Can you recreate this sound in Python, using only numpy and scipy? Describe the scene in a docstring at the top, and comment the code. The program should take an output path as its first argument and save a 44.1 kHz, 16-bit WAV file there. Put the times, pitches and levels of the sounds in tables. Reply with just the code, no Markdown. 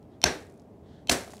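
"""Over a low rumble of shaped noise in a small hard room, noise swells as a sleeve swishes and a bag ticks.
A steel hammer strikes metal chunks in the plastic bag on concrete: the first blow, a noise crack over
damped modes, clinks off a chunk and loose pieces ring on. Noise snaps tick and the sleeve swishes again.
The second blow crushes a chunk: random grains of noise scatter as crumbs, and last bits land.
A puff and a thin tone swell into each blow; decaying noise and low modes make the room boom after it."""
import sys
import numpy as np
from scipy import signal
from scipy.fft import rfft, irfft, next_fast_len
from scipy.io import wavfile

SR = 44100
rng = np.random.default_rng(int(sys.argv[2]) if len(sys.argv) > 2 else 0)


def inscribe(sig):
    """Save sig as 16-bit PCM at rate SR to the path in sys.argv[1].

    A 1-D sig is mono; a 2-D sig holds one channel per row.
    Samples are clipped to [-1, 1] before scaling.
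    """
    pcm = np.round(np.clip(np.atleast_2d(sig).T, -1, 1) * 32767)
    wavfile.write(sys.argv[1], SR, pcm.astype(np.int16))


N = 61739

# hammer blows: (time [s], crack level [dB], knock gain [dB], lead tick gain [dB under the blow], boom level [dB])
HAMMER_BLOWS = [(0.24, -10, -17, -26.5, -23), (1.096, -12, -15.5, -27.5, -24)]


def amp(db):
    """Amplitude factor of a level in dB."""
    return 10 ** (np.asarray(db) / 20)


def unit(x):
    """x scaled to rms 1."""
    return x / np.sqrt(np.mean(x ** 2) + 1e-20)


def along(points, hz):
    """Values read from (frequency [Hz], value) points on a log frequency axis."""
    f, v = np.transpose(points)
    return np.interp(np.log(hz + 1), np.log(f + 1), v)


def clock():
    """Time of each sample in seconds."""
    return np.arange(N) / SR


def fade(t, t60):
    """Gain of a decay that loses 60 dB in t60 seconds."""
    return 10 ** (-3 * t / np.maximum(t60, 1e-4))


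def at(s, x):
    """x delayed to start at s seconds."""
    return np.pad(x, (max(round(s * SR), 0), 0))[:N]


def filtered(x, response):
    """x with its spectrum multiplied by a response of frequency."""
    m = next_fast_len(N + SR // 2)  # spare length keeps the end from wrapping onto the start
    hz = np.fft.rfftfreq(m, 1 / SR)
    return irfft(rfft(x, m) * response(hz), m)[:N]


def noise(spectrum):
    """Noise of rms 1, coloured by (frequency [Hz], level [dB]) points."""
    return unit(filtered(rng.standard_normal(N), lambda hz: amp(along(spectrum, hz))))


def ring(modes, attack):
    """Damped modes set off together by one contact, with alternating signs; attack is a time constant [s]."""
    t = clock()
    waves = np.zeros(N)
    for k, (hz, db, t60) in enumerate(modes):
        waves += (-1) ** k * amp(db) * fade(t, t60) * np.sin(2 * np.pi * hz * t)
    return waves * (1 - np.exp(-t / attack))


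def room_tail(source):
    """Steady noise shaped as the room's answer: a weak start, the walls' first return, a decay by frequency."""
    # decay of the room: (frequency [Hz], t60 [s])
    room_decay = [(60, 0.22), (500, 0.48), (1000, 0.4), (1900, 0.37), (3500, 0.36), (6000, 0.32),
                  (14000, 0.49)]
    wall_delay_s, wall_rise_s = 0.016, 0.0013
    near_share = 0.21  # gain before the walls answer
    early_db, early_t60_s = -4, 0.25  # an added share that dies away on top of the room's decay

    hz, s, z = signal.stft(source, SR, nperseg=256)
    decay = fade(s, along(room_decay, hz)[:, None])
    tail = signal.istft(z * decay, SR, nperseg=256)[1][:N]
    t = clock()
    wall_return = (1 + np.tanh((t - wall_delay_s) / wall_rise_s)) / 2
    arrival = near_share + (1 - near_share) * wall_return
    return tail * arrival * (1 + amp(early_db) * fade(t, early_t60_s))


def rumble():
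    """The room rumbles low and steadily: noise with most of its weight in the bass."""
    # colour of the rumble: (frequency [Hz], level [dB])
    rumble_colour = [(20, -40), (32, -25.5), (50, -11.5), (87, 0), (157, -5), (190, -3), (270, -2.5),
                     (363, -8), (405, -4), (503, -13.5), (591, -10), (754, -15.5), (1400, -33),
                     (4250, -45.5), (10000, -50.5), (16000, -54.5)]
    return amp(-50.5) * noise(rumble_colour)


def sleeve():
    """Cloth swishes softly as the arm comes down: noise that swells and sinks as half a sine."""
    # downswings: (time [s], length [s], peak level [dB])
    swings = [(0.089, 0.1, -74), (0.823, 0.24, -67)]
    # colour of the cloth: (frequency [Hz], level [dB])
    cloth_colour = [(800, -7), (1800, 3), (2400, -13), (3300, 2.5), (5000, -7), (9000, -18.5), (16000, -47)]
    out = np.zeros(N)
    for s, length, db in swings:
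        progress = np.clip((clock() - s) / length, 0, 1)
        out += amp(db) * noise(cloth_colour) * np.sin(np.pi * progress)
    return out


def ticks():
    """Creases of the bag snap and loose bits land: each is a short decay of noise around one pitch."""
    # single ticks: (time [s], level [dB], centre [Hz], t60 [s])
    snaps = [(.028, -61, 4000, .01), (0.052, -67, 2012, .01), (.4690, -57, 7000, .006),
             (.523, -62, 7000, .008), (.541, -63, 6950, .01), (0.5976, -55.5, 5800, 0.00415),
             (.6190, -61.5, 5960, .01), (1.278, -42, 780, 0.027), (1.297, -48.5, 890, 0.023),
             (1.3345, -42, 710, 0.045), (1.3346, -47.5, 1830, 0.016), (1.3680, -49, 4900, .008),
             (1.381, -46.5, 3580, 0.0067), (1.395, -49, 5200, 0.0053)]
    half_gain_oct = 0.6  # distance from the centre where the gain has halved
    out = np.zeros(N)
    for s, db, centre, t60 in snaps:
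        def peak(hz):
            octaves = np.log2((hz + 1) / centre)
            return 1 / (1 + (octaves / half_gain_oct) ** 2)
        snap = unit(filtered(rng.standard_normal(N), peak))
        out += amp(db) * at(s, snap * fade(clock(), t60))
    return out


def lead_in():
    """A low puff and a thin tone swell into each blow, then stop at it."""
    # colour of the puff: (frequency [Hz], level [dB])
    puff_colour = [(100, -18.5), (300, -7), (550, -1), (1000, -16.5), (2300, -28.5), (5000, -40.5),
                   (16000, -52)]
    puff_db, puff_60db_s = -23, 0.013  # level at the blow, time to grow by 60 dB
    tone_hz, tone_db, tone_60db_s = 3100, -23.5, 0.0282
    t, out = clock(), np.zeros(N)
    for s, *_ in HAMMER_BLOWS:
        left = np.abs(s - t)
        puff = amp(puff_db) * noise(puff_colour) * fade(left, puff_60db_s)
        tone = amp(tone_db) * np.sin(2 * np.pi * tone_hz * left) * fade(left, tone_60db_s)
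        out += (puff + tone) * (t < s)
    return out


def pings():
    """Loose pieces jolted by the first blow ring on briefly, one damped mode each."""
    # ringing pieces: (time [s], frequency [Hz], level [dB], t60 [s])
    pieces = [(.2545, 6195, -25, .085), (.256, 5685, -33, .23), (.256, 5580, -34, .19),
              (.256, 1583, -29, .17)]
    attack_s = 0.0017
    return sum(at(s, ring([mode], attack_s)) for s, *mode in pieces)


def crumbs():
    """Crumbs scatter over the bag and floor: tiny random contacts gate noise in sprays that die away."""
    # sprays: (time [s], level [dB], t60 [s], contact rate [1/s])
    sprays = [(1.097, -19.5, 0.12, 3200), (1.113, -19.5, 0.084, 5000), (1.122, -47.5, 1, 1700),
              (.40, -59.5, 0.48, 450)]
    # colour of the crumbs: (frequency [Hz], level [dB])
    crumb_colour = [(200, -25), (500, -30), (1500, -0.5), (3000, -1), (6500, 3.5), (10500, -2),
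                    (13000, -10), (16000, -20)]
    spread_db = 5.2  # scale of the random boost of each contact
    grain_t60_s, spray_rise_s = 0.0055, 0.0023
    t, out = clock(), np.zeros(N)
    for s, db, t60, rate in sprays:
        hits = rng.random(N) < rate / SR
        contacts = hits * amp(spread_db * np.minimum(rng.exponential(size=N), 4))
        # overlapping grains add in power
        power = np.abs(signal.fftconvolve(contacts ** 2, fade(t, grain_t60_s) ** 2)[:N])
        grains = unit(np.sqrt(power) * noise(crumb_colour))
        envelope = fade(t, t60) * (1 - np.exp(-t / spray_rise_s))
        out += amp(db) * at(s, grains * envelope)
    return out


def boom():
    """The room booms after each blow as decaying noise, and its low standing waves build up and ring."""
    # colour of the room's answer: (frequency [Hz], level [dB])
    boom_colour = [(25, -34.5), (45, -7), (75, -7), (120, -5), (195, -7.5), (290, -1.5), (500, -2.5),
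                   (720, -5), (930, -10), (1250, -11.5), (1650, -6), (2200, -10), (2950, -15.5),
                   (4300, -13), (4950, -18), (5600, -13.5), (6700, -20), (10000, -30), (16000, -47)]
    # standing waves: (frequency [Hz], level [dB], t60 [s])
    standing_waves = [(70, -23, .13), (139, -35, .2), (170, -40, .35), (243, -28, .24), (303, -31, .25),
                      (378, -31, .3), (463, -39, .35), (548, -39, .35), (684, -37, .3)]
    standing_delay_s, standing_rise_s = 0.006, 0.0097
    out = np.zeros(N)
    for s, *_, db in HAMMER_BLOWS:
        out += amp(db) * at(s, room_tail(noise(boom_colour)))
        out += at(s + standing_delay_s, ring(standing_waves, standing_rise_s))
    return out


def hammer():
    """Each blow cracks as noise, rings its chunk and knocks the floor; faint ticks come just ahead of it."""
    # colour of the crack: (frequency [Hz], level [dB])
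    crack_colour = [(200, -8.5), (800, 0.5), (1300, -15.5), (2700, -5), (4500, -3.5), (7000, -7.5),
                    (10000, -15.5), (16000, -28.5)]
    # ring of the chunk, one list of modes per blow: (frequency [Hz], level [dB], t60 [s])
    chunk_modes = [
        [(2595, -17, .018), (3480, -18, .012), (4262, -12, .015), (4777, -20, .014), (5597, -7, .016),
         (6195, -30, .07), (7320, -14, .011), (8236, -23, .007)],
        [(2690, -15, .019), (3130, -20, .016), (4216, -13, .012), (4436, -20, .01), (5602, -25, .025),
         (6262, -25, .018), (6742, -25, .018)],
    ]
    # dull knock of hammer head and floor: (frequency [Hz], level before the blow's gain [dB], t60 [s])
    knock_modes = [(160, -15.5, 0.037), (317, -7.5, .03), (703.4, 2, 0.031), (856, 0.5, 0.011),
                   (1690, -14.5, 0.049), (2043, -17.5, .03)]
    # ticks ahead of each blow: (time ahead [s], level before the blow's tick gain [dB])
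    early_ticks = [(.0232, 0), (.0115, -4)]
    crack_t60_s, ring_attack_s, knock_attack_s = 0.014, 0.00005, 0.0006
    tick_t60_s = 0.036  # damps the ticks further, on top of the crack's and chunk's own decay
    t, out = clock(), np.zeros(N)
    for (s, crack_db, knock_db, lead_db, _), modes in zip(HAMMER_BLOWS, chunk_modes):
        crack = amp(crack_db) * noise(crack_colour) * fade(t, crack_t60_s)
        sharp = crack + ring(modes, ring_attack_s)
        knock = amp(knock_db) * ring(knock_modes, knock_attack_s)
        out += at(s, sharp + knock)
        for ahead, db in early_ticks:
            out += amp(lead_db + db) * at(s - ahead, sharp * fade(t, tick_t60_s))
    return out


def scene():
    """Blows, crumbs and ticks in the room, over the sleeve and the rumble; the small bits get an echo."""
    wet_db = -12.5
    bits = crumbs() + ticks()
    echo = room_tail(rng.standard_normal(N))
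    wet = signal.fftconvolve(bits, echo / np.linalg.norm(echo))[:N]
    blows = lead_in() + hammer() + pings() + boom()
    return (blows + bits + amp(wet_db) * wet + sleeve() + rumble())[None]


def record(dry):
    """The recorder rounds off the highest peaks and drops the deep bass and all above its band limit."""
    ceiling, low_cut_hz, top_hz = 0.95, 36, 15800
    rounded = dry[0] / (1 + np.abs(dry[0] / ceiling) ** 6) ** (1 / 6)
    low_cut = signal.butter(4, low_cut_hz, "high", fs=SR, output="sos")
    thin = signal.sosfilt(low_cut, rounded)
    return filtered(thin, lambda hz: 1 / (1 + (hz / top_hz) ** 200))[None]


dry = scene()
out = record(dry)
inscribe(out)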